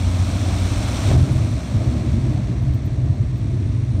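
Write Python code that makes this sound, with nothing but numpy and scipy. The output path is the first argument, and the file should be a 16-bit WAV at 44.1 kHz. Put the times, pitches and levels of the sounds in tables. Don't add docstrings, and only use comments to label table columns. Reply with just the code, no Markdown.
import sys
import numpy as np
from scipy import signal
from scipy.fft import rfft, irfft
from scipy.io import wavfile
from scipy.ndimage import uniform_filter1d, minimum_filter1d

SR = 44100
rng = np.random.default_rng(int(sys.argv[2]) if len(sys.argv) > 2 else 0)


def wav_record(signal):
    frames = np.transpose(np.atleast_2d(signal))
    bounded = np.clip(frames, -1, 1)
    quanta = np.round(bounded * 32767).astype(np.int16)
    wavfile.write(sys.argv[1], SR, quanta)


N = 176400
T = np.arange(N) / SR


def undb(db):
    return 10 ** (np.asarray(db) / 20)


def unit(x):
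    return x / np.sqrt(np.mean(x ** 2) + 1e-20)


def curve(table, column=1):
    rows = np.array(table, float)
    return np.interp(T, rows[:, 0], rows[:, column])


def noise(colour, low_cut_hz=0):
    f = np.arange(N // 2 + 1) * SR / N + 1e-3
    hz, db = np.array(colour, float).T
    ends = np.minimum(1, f / hz[0]) ** 2 * np.minimum(1, hz[-1] / f) ** 4
    gain = ends * undb(np.interp(np.log(f), np.log(hz), db))
    gain /= np.sqrt(1 + (low_cut_hz / f) ** 10)
    return unit(irfft(rfft(rng.standard_normal(N)) * gain, N))


def wander(rate_hz):
    f = np.arange(N // 2 + 1) * SR / N
    return unit(irfft(rfft(rng.standard_normal(N)) * np.exp(-.5 * (f / rate_hz) ** 2), N))


def phase_of(hz):
    return 2 * np.pi * np.cumsum(hz * np.ones(N)) / SR


def rough_tone(hz, width_hz):
    phase = phase_of(hz)
    return wander(width_hz / 2) * np.cos(phase) + wander(width_hz / 2) * np.sin(phase)


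def steady(x, span_s, share):
    power = uniform_filter1d(np.abs(signal.hilbert(x)) ** 2, int(span_s * SR))
    return unit(x / (power + 1e-9) ** (share / 2))


# time_s, blade_rate_hz, level_db
PROPELLER = [(0,90,-22),(.22,89,-14),(.3,88.5,-27.5),(.5,88,-18.5),(.78,87.5,-21.5),(.95,84,-26),(1.4,76,-45),(2.3,73,-32.5),(4,68,-36)]
# blade_rate_multiple, gain_db
BLADE_PARTIALS = [(1,-2),(2,-20.5),(3,-21.5)]


def propeller():
    phase = phase_of(curve(PROPELLER) * (1 + .0057 * wander(5.7)))
    drone = sum(undb(db + 2.2 * wander(13)) * np.sin(k * phase) for k, db in BLADE_PARTIALS)
    engine_db = -31 + 2 * wander(12)
    engine_hz = 64.56 * (1 + .013 * wander(2.66))
    hum = undb(engine_db) * np.sin(phase_of(engine_hz))
    return np.sqrt(2) * (drone * undb(curve(PROPELLER, column=2)) + hum)


# time_s, level_db
RUSH_LEVEL = [(0,-38.5),(.35,-37),(.8,-35),(1.0,-33.5),(1.1,-33),(1.23,-40),(1.45,-41.5),(2.1,-44),(2.45,-47.5),(2.8,-50),(3.2,-51),(3.6,-49.5),(4,-51)]
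# freq_hz, gain_db
FAST_COLOUR = [(700,8.5),(830,0),(1160,.5),(1450,-2.5),(1750,-5),(1950,-6),(2210,-1.5),(2970,-7),(3400,-4),(4300,-5),(4900,-11.5),(5300,-7),(5870,-5),(6800,-12),(7600,-10),(8800,-10.5),(9500,-16.5),(10450,-28),(11200,-25),(13100,-25.5),(15400,-35)]
SLOW_COLOUR = [(700,-5.5),(850,-.5),(1150,0.5),(1400,-5.5),(1700,-2),(2250,-2),(3000,-8),(3600,-5.5),(4300,-6),(4930,-13.5),(5700,-7.5),(6200,-10.5),(6900,-14.5),(8600,-13.5),(9400,-21.5),(10500,-30),(11400,-28.5),(13300,-32),(15400,-42)]


def air_rush():
    slowed = np.interp(T, [1.23, 2.6], [0, 1])
    fast = undb(1.4) * noise(FAST_COLOUR, low_cut_hz=755)
    slow = undb(2) * noise(SLOW_COLOUR, low_cut_hz=755)
    air = np.sqrt(1 - slowed) * fast + np.sqrt(slowed) * slow
    chop = 1 + .1 * np.sin(phase_of(curve(PROPELLER)))
    flutter_db = .61 * wander(110)
    return air * chop * undb(curve(RUSH_LEVEL) + flutter_db)


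# time_s, level_db
BOOM_LEVEL = [(0.02, -20), (0.05, -22.5), (0.31, -20.5), (0.8, -17.5), (0.89, -22), (1.04, -19), (1.1, -12),
              (1.23, -11), (1.27, -29), (1.32, -16.5), (1.56, -19.5), (1.63, -40), (1.77, -14), (1.81, -26),
              (1.83, -13), (1.95, -25.5), (2.16, -18), (2.55, -24), (2.73, -15), (2.8, -28), (2.84, -23),
              (3.13, -17), (3.16, -35), (3.2, -15), (3.25, -22), (3.98, -18.5)]
# freq_hz, gain_db
BUFFET_COLOUR = [(18,-30),(30,-6),(45,6),(58,15.5),(75,0.5),(105,20.5),(125,8),(150,-15),(200,-28)]
ROLLING_COLOUR = [(18,-31),(30,-15.5),(42,-2),(52,-2.5),(64,0.5),(85,7),(110,10.5),(128,3),(146,0),(175,-25),(230,-45)]


def cabin_boom():
    touch_s, rise_s = 1.04, .099
    landed = np.clip((T - touch_s) / rise_s, 0, 1)
    buffet = undb(-3) * steady(noise(BUFFET_COLOUR), span_s=.083, share=1)
    rolling = noise(ROLLING_COLOUR) + undb(-5) * rough_tone(hz=126.3, width_hz=7)
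    ground = undb(.5) * steady(rolling, span_s=.087, share=.85)
    return (np.sqrt(1 - landed) * buffet + np.sqrt(landed) * ground) * undb(curve(BOOM_LEVEL))


# time_s, frame_db, panel_db
SHAKE_LEVELS = [(0.03, -30, -40), (0.24, -30.5, -39), (0.28, -28, -38.5), (0.97, -29, -37),
                (1.16, -19.5, -30.5), (1.19, -23.5, -38), (1.66, -31.5, -43), (1.76, -26.5, -38),
                (2.21, -27, -42), (2.3, -24.5, -39.5), (2.44, -31.5, -42), (2.51, -26.5, -45),
                (2.59, -30, -45), (3.21, -31, -44.5), (3.29, -32, -48.5), (3.57, -28.5, -47.5),
                (3.91, -31.5, -49), (3.97, -29, -43.5)]
# freq_hz, gain_db
RUMBLE_COLOUR = [(120,1),(165,0),(200,1),(240,0.5),(275,-2),(310,-1.5),(350,-8),(410,-13.5),(480,-21),(650,-58)]
RATTLE_COLOUR = [(350,-23),(450,-12),(510,-1.5),(550,-4),(595,1.5),(670,0),(740,-5),(820,-11),(1000,-15.5),(1250,-16),(1600,-24),(2300,-25.5)]


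def airframe_shake():
    rumble = steady(noise(RUMBLE_COLOUR), span_s=.12, share=.68)
    rattle = noise(RATTLE_COLOUR)
    frame_db = curve(SHAKE_LEVELS) + .5
    panel_db = curve(SHAKE_LEVELS, column=2) + .66 + .74 * wander(32)
    return rumble * undb(frame_db) + rattle * undb(panel_db)


# time_s, pitch_hz, level_db
ENGINE_WHINE = [(0,9030,-67),(1,8750,-58),(1.6,8700,-64),(2.6,8200,-81),(3.3,8400,-69.5),(3.7,8720,-69),(4,9000,-65)]


def engine_whine():
    return rough_tone(curve(ENGINE_WHINE), width_hz=340) * undb(curve(ENGINE_WHINE, column=2))


# start_s, level_db
WHEEL_BLOWS = [(1.076,-18),(1.115,-12.5),(1.166,-22),(1.75,-30)]
# pitch_hz, gain_db, t60_s
CABIN_MODES = [(68,-23,0.15),(112,9.5,0.15),(133,-0.5,0.13),(222,-6,0.17),(295,-8,0.13),(633,-22,0.071)]


def wheel_blows():
    out = np.zeros(N)
    for start_s, level_db in WHEEL_BLOWS:
        age = np.maximum(T - start_s, 0)
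        for pitch_hz, gain_db, t60_s in CABIN_MODES:
            detuned_hz = pitch_hz * (1 + .04 * rng.standard_normal())
            envelope = undb(level_db + gain_db - 60 * age / t60_s)
            out += envelope * np.sin(2 * np.pi * detuned_hz * age)
    return signal.sosfilt(signal.butter(2, 50, "high", fs=SR, output="sos"), out)


# start_s, pitch_hz, level_db
TRIM_SQUEAKS = [(1.212,10200,-55),(1.317,10050,-49),(2.622,14500,-61),(2.742,14050,-50.5),(2.853,13750,-57),(3.037,13900,-69),(3.147,13550,-73),(3.376,14000,-61)]


def trim_squeaks():
    rise_s = .0052
    out = np.zeros(N)
    for start_s, pitch_hz, level_db in TRIM_SQUEAKS:
        rises = np.maximum(T - start_s + rise_s / 2, 0) / rise_s
        envelope = undb(level_db) * rises * np.exp(1 - rises)
        out += envelope * rough_tone(pitch_hz, width_hz=400)
    return out


# start_s, level_db
FITTING_TICKS = [(1.217,-51),(1.331,-46),(1.373,-51),(1.511,-56),(2.335,-57),(2.655,-61),(3.103,-63),(3.25,-63)]


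def fitting_ticks():
    decay_s = .004
    crack = noise([(2000, -10), (8000, 0), (14000, -3), (15500, -14)], low_cut_hz=2000)
    out = np.zeros(N)
    for start_s, level_db in FITTING_TICKS:
        out += undb(level_db) * (T >= start_s) * np.exp(-np.abs(T - start_s) / decay_s) * crack
    return out


# time_s, pitch_hz, level_db
TYRE_HUM = [(1.5,283.6,-46.5),(1.8,260,-36),(2.1,228,-32.5),(2.35,203.3,-33.5),(2.55,188.2,-40),(2.8,166.3,-54)]


def tyre_hum():
    pitch_hz = curve(TYRE_HUM)
    hum = steady(rough_tone(pitch_hz, width_hz=11), span_s=.23, share=.73)
    throb = undb(7) * steady(rough_tone(.305 * pitch_hz, width_hz=6.8), span_s=.3, share=.7)
    return (hum + throb) * undb(curve(TYRE_HUM, column=2))


def scene():
    throughout = propeller() + air_rush() + cabin_boom() + airframe_shake() + engine_whine()
    return (throughout + wheel_blows() + trim_squeaks() + fitting_ticks() + tyre_hum())[None]


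def record(dry):
    ceiling, window, top_hz = undb(-5.5), int(.005 * SR), 15650
    needed_gain = np.minimum(1, ceiling / (np.abs(dry) + 1e-9))
    gain = uniform_filter1d(minimum_filter1d(needed_gain, window), window)
    return signal.sosfilt(signal.ellip(10, .2, 80, top_hz, fs=SR, output="sos"), dry * gain)


dry = scene()
out = record(dry)
wav_record(out)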